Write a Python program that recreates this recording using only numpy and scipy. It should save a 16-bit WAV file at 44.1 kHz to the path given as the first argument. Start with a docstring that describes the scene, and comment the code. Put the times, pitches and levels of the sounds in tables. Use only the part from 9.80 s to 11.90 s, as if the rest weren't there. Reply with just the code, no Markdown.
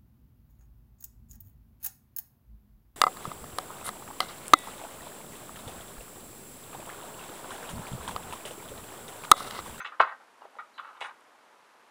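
"""A small room with a hard floor: rubber-soled shoes shift about, close to a small camera microphone.
The sole slips in short bursts of clicks that ring sole and floor; a heel lands and rattles, with knocks around it.
Dust crunches as tiny cracks of noise, and rubber gives thin squeaks made of gliding tones.
The room answers with a short noise-like tail, over steady coloured hiss and faint regular ticks."""
import sys
import numpy as np
from scipy import signal
from scipy.fft import rfft, irfft
from scipy.io import wavfile
from scipy.ndimage import uniform_filter1d

SR = 44100
rng = np.random.default_rng(int(sys.argv[2]) if len(sys.argv) > 2 else 0)


def dump_mix(stems):
    """Bounce the given channels to the path in sys.argv[1] as a 16-bit WAV at rate SR."""
    frames = np.atleast_2d(stems).T  # one column per channel
    limited = np.clip(frames, -1, 1)  # hard clip at full scale
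    pcm = np.round(limited * 32767).astype(np.int16)
    wavfile.write(sys.argv[1], SR, pcm)


def amplitude_ratio(level_db):
    """Convert a level in decibels to the matching linear amplitude (field) ratio."""
    exponent = np.asarray(level_db, float) / 20
    return 10 ** exponent


N = 92610  # length of the scene [samples]

# ringing modes of sole and floor: (frequency [Hz], relative level [dB], time to fall by 60 dB [s])
SOLE_MODES = [(438, -20.5, 0.04), (600, -11, 0.021), (700, -9.5, 0.019), (808, -1, 0.023), (913, 2, 0.014),
              (1064, -4, 0.027), (1241, 6.5, 0.015), (1431, 3, 0.019), (1552, -12.5, 0.057),
              (1858, 7.5, 0.011), (2215, -0.5, 0.019), (2597, 0.5, 0.015), (2940, 6, 0.0071),
              (3407, -3.5, 0.013), (3887, -2, 0.01), (4604, -11, 0.011), (4760, -10, 0.0039)]
GAP_JITTER = 0.5  # unevenness of the gaps between slips or cracks (spread of their natural log)


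def unit(x):
    """Scale a signal to rms 1."""
    return x / np.sqrt(np.mean(x ** 2))


def walk(rate):
    """Random level, rms 1, that glides to a new value about rate times a second."""
    hold = int(SR / rate)
    steps = np.repeat(rng.standard_normal(N // hold + 1), hold)
    return unit(uniform_filter1d(steps, hold)[:N])


def decay(t, t60):
    """Exponential fade that falls by 60 dB in t60 seconds."""
    return np.exp(-np.log(1000) * t / t60)


def add(out, start_s, x):
    """Mix x into out from start_s."""
    i = max(int(start_s * SR), 0)
    out[i:i + len(x)] += x[:len(out) - i]


def hiss():
    """Steady noise of room and microphone, coloured by weighting its spectrum."""
    # colour of the hiss: (frequency [Hz], relative level [dB])
    colour = [(24, -51), (59, -38.5), (122, -19), (160, -19.5), (227, -8.5), (373, -6), (502, -3),
              (746, -2.5), (888, 1.5), (1350, -2.5), (2110, -9), (4560, -18.5), (11100, -25.5),
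              (15000, -36)]
    level_db = -59  # rms
    hz, db = np.array(colour).T
    f = np.maximum(np.arange(N // 2 + 1) * SR / N, 1)
    weight = amplitude_ratio(np.interp(np.log(f), np.log(hz), db))
    noise = irfft(rfft(rng.standard_normal(N)) * weight, N)
    return unit(noise) * amplitude_ratio(level_db)


def ticks():
    """The camera's electronics tick regularly for a while: short fading bits of treble noise."""
    ticks_per_s, first_s, count = 30, 0.3747, 34
    level_db, scatter_db, t60_s = -63.5, 1.5, 0.0088  # level before the band filter
    out, t = np.zeros(N), np.arange(512) / SR
    for k in range(count):
        gain = amplitude_ratio(level_db + scatter_db * rng.standard_normal())
        noise = rng.standard_normal(len(t))
        add(out, first_s + k / ticks_per_s, gain * noise * decay(t, t60_s))
    band = signal.butter(2, [7000, 11900], "band", fs=SR, output="sos")  # Hz
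    return signal.sosfilt(band, out)


def room(x):
    """Sound plus the small room's answer: a diffuse tail of noise whose treble dies sooner."""
    level_db, rise_s = -7.5, 0.0031
    low_t60_s, treble_t60_s, split_hz = 0.2, 0.18, 4400
    t = np.arange(SR // 2) / SR
    noise = rng.standard_normal(len(t))
    low = signal.sosfilt(signal.butter(2, split_hz, fs=SR, output="sos"), noise)
    tail = low * decay(t, low_t60_s) + (noise - low) * decay(t, treble_t60_s)
    tail = tail * np.clip(t / rise_s, 0, 1)
    # energy of noise fading at the low rate, so the tail has an energy near 1
    energy = np.mean(noise ** 2) * low_t60_s * SR / np.log(1e6)
    return x + amplitude_ratio(level_db) * signal.fftconvolve(x, tail / np.sqrt(energy))[:N]


def grit():
    """Dust crunches under the sole: tiny bright cracks at uneven moments, fading through each patch."""
    # patches: (start [s], length [s], crack level before the band filter [dB], top frequency [Hz])
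    patches = [(0.054, 0.022, -53, 7000), (0.201, .02, -45, 7500), (0.992, 0.017, -68, 11600),
               (1.205, 0.03, -50, 8900), (1.24, 0.043, -56.5, 7950)]
    cracks_per_s, scatter_db, low_hz, t60_s = 400, 1, 3860, 0.025  # rate before the uneven gaps
    out, t = np.zeros(N), np.arange(1024) / SR
    for start, length, db, top_hz in patches:
        gaps = np.exp(GAP_JITTER * rng.standard_normal(32))
        when = (np.cumsum(gaps) - 1) / cracks_per_s
        band = signal.butter(2, [low_hz, top_hz], "band", fs=SR, output="sos")
        for late in when:
            gain = amplitude_ratio(db + scatter_db * rng.standard_normal()) * np.exp(-(late / length) ** 4)
            crack = gain * rng.standard_normal(len(t)) * decay(t, t60_s)
            add(out, start + late, signal.sosfilt(band, crack))
    return out


def squeaks():
    """Rubber squeaks: thin whistles that glide a little, with a fluttering level."""
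    # squeaks: (start [s], length [s], from [Hz], to [Hz], rms level before flutter and edges [dB])
    whistles = [(0.002, 0.04, 6260, 6245, -66), (0.044, 0.011, 7070, 7250, -59),
                (0.048, 0.01, 4014, 4084, -47.5), (0.614, 0.018, 2850, 2880, -66),
                (0.938, 0.039, 4350, 3830, -68.5), (1.169, 0.016, 3630, 3720, -67.5),
                (1.236, 0.042, 9270, 9243, -67.5)]
    edge_s = 0.005  # fade in and out
    out = np.zeros(N)
    flutter = amplitude_ratio(4 * walk(240))  # spread of 4 dB
    wobble = 0.4 * walk(250)  # as a share of the glide
    for start, length, from_hz, to_hz, db in whistles:
        t = np.arange(int(length * SR)) / SR
        hz = from_hz + (to_hz - from_hz) * (t / length + wobble[:len(t)])
        edge = np.clip(np.minimum(t, length - t) / edge_s, 0, 1)
        tone = np.sqrt(2) * np.sin(2 * np.pi * np.cumsum(hz) / SR)
        add(out, start, amplitude_ratio(db) * edge * tone)
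    return out * flutter


def ring(centre_hz, others_db):
    """Sole and floor answer one push, with unit energy; modes near centre_hz speak loudest."""
    favour_oct = 0.33  # width of the favoured group of modes [octaves]
    phase_spread = 1.407  # each contact point starts the modes differently [rad]
    rise_s, low_hz = 0.0013, 381  # rubber pushes softly; the small sole radiates no bass
    hz, db, t60 = np.array(SOLE_MODES).T[:, :, None]
    t = np.arange(4096) / SR
    favour = np.exp(-0.5 * (np.log2(hz / centre_hz) / favour_oct) ** 2)
    gain = amplitude_ratio(db) * (favour + amplitude_ratio(others_db))
    phase = 2 * np.pi * hz * t + phase_spread * rng.standard_normal(hz.shape)
    body = np.sum(gain * decay(t, t60) * np.sin(phase), axis=0)
    body = body * np.sin(np.pi / 2 * np.clip(t / rise_s, 0, 1)) ** 2
    body = signal.sosfilt(signal.butter(4, low_hz, "high", fs=SR, output="sos"), body)
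    return body / np.sqrt(np.sum(body ** 2))


def creaks():
    """The sole sticks and slips: uneven slips start at full strength, hold and fade, and each rings the modes."""
    # bursts: (start [s], length [s], level [dB], favoured pitch [Hz], level of the other modes [dB])
    bursts = [(0.000, 0.014, -36.5, 1390, -11.5), (0.0446, 0.027, -42, 3300, -4),
              (0.065, 0.027, -47.5, 1420, -9), (0.1176, 0.023, -44.5, 1270, -23),
              (0.1978, 0.014, -29.5, 2970, -4), (0.219, 0.011, -36.5, 1500, -2),
              (0.246, 0.015, -42, 1400, -15), (0.272, 0.027, -38, 1320, -16), (0.311, 0.02, -41, 1285, -19),
              (0.401, 0.015, -55.5, 1170, -11), (0.61, 0.003, -53.5, 1090, -23),
              (0.627, 0.016, -52.5, 960, -24), (0.645, 0.0085, -54.5, 504, -27),
              (0.759, 0.011, -55.5, 500, -29), (0.7855, 0.019, -38.5, 1340, -14),
              (0.9785, 0.02, -42, 1350, -14), (0.9785, .014, -48, 3300, -12), (1.011, 0.012, -57, 1320, 2),
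              (1.03, 0.012, -49.5, 1240, -6), (1.046, 0.044, -47.5, 1045, -12),
              (1.097, 0.023, -51, 990, -19), (1.13, 0.045, -53.5, 1100, -8.5),
              (1.183, 0.029, -55.5, 1240, -5), (1.207, 0.022, -38.5, 2900, -3),
              (1.236, 0.023, -39.5, 1430, -2), (1.265, 0.032, -46, 1320, -10.5),
              (1.307, 0.0052, -48.5, 1260, -7)]
    slips_per_s, scatter_db = 620, 2  # rate before the uneven gaps
    attack_s, release_s = 0.002, 0.008
    out = np.zeros(N)
    for start, length, db, hz, others_db in bursts:
        gaps = np.exp(GAP_JITTER * rng.standard_normal(64))
        t = np.clip((np.cumsum(gaps) - 1) / slips_per_s, 0, 0.15)
        swell = np.clip((t + 0.0028) / attack_s, 0, 1)
        fade = np.exp(-np.maximum(t - length, 0) / release_s)
        size = amplitude_ratio(scatter_db * rng.standard_normal(64))
        direction = np.sign(rng.standard_normal(64))
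        slips = np.zeros(8192)
        np.add.at(slips, (t * SR).astype(int), swell * fade * size * direction)
        burst = signal.fftconvolve(slips, ring(hz, others_db))
        # the level is an rms over the length plus half the release
        loudness = np.sqrt((length + release_s / 2) * SR / np.sum(burst ** 2))
        add(out, start, amplitude_ratio(db) * burst * loudness)
    return out


def heel():
    """Knocks of the sole, with the heel landing and rattling at 0.2 s; each rings modes and thuds the floor."""
    # knocks: (time [s], peak level of the ring [dB], favoured pitch [Hz], level of the other modes [dB])
    knocks = [(0.0478, -28, 1660, -12), (0.0509, -24.5, 1620, -21), (0.061, -34, 1410, -15),
              (0.1967, -21.5, 1270, -19), (0.1998, -8, 1210, -20), (0.2028, -5.5, 930, -30.5),
              (0.2070, -11, 1050, -10.5), (0.2140, -16, 850, -12), (0.2180, -22, 1100, -13),
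              (0.224, -16, 1400, -13), (0.2330, -18, 1220, -26), (0.6180, -37.5, 840, -25),
              (0.6520, -39.5, 600, -45), (0.7530, -41.5, 800, -20), (0.7665, -45, 560, -33),
              (0.7890, -37, 1200, -14), (0.9959, -30, 1280, -33), (1.0470, -37, 1180, -15),
              (1.1710, -42, 1260, -6), (1.2125, -24.5, 805, -10), (1.2262, -26.5, 856, -14.5),
              (1.2480, -30, 1480, -23), (1.346, -52.5, 1240, 2)]
    thud_hz, thud_db, thud_t60_s = 139.5, -40, 0.036  # level relative to the knock
    out, t = np.zeros(N), np.arange(8192) / SR
    thud = amplitude_ratio(thud_db) * decay(t, thud_t60_s) * np.sin(2 * np.pi * thud_hz * t)
    for start, db, hz, others_db in knocks:
        body = ring(hz, others_db)
        add(out, start, amplitude_ratio(db) * body / np.max(np.abs(body)))
        add(out, start, amplitude_ratio(db) * thud)
    return out


def scene():
    """Shoes sounding in the room, over the hiss and ticks, as one channel."""
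    shoes = creaks() + heel() + grit() + squeaks()
    return (room(shoes) + hiss() + ticks())[None]


def top_cut(x):
    """Nothing passes above the cut-off."""
    return signal.sosfilt(signal.butter(12, 15170, fs=SR, output="sos"), x)


def record(dry):
    """The camera cuts the top of the treble with a steep low-pass filter."""
    top_hz = 15170
    cut = signal.sosfilt(signal.ellip(8, 0.2, 70, top_hz, fs=SR, output="sos"), dry)
    return top_cut(cut)


dry = scene()
out = record(dry)
dump_mix(out)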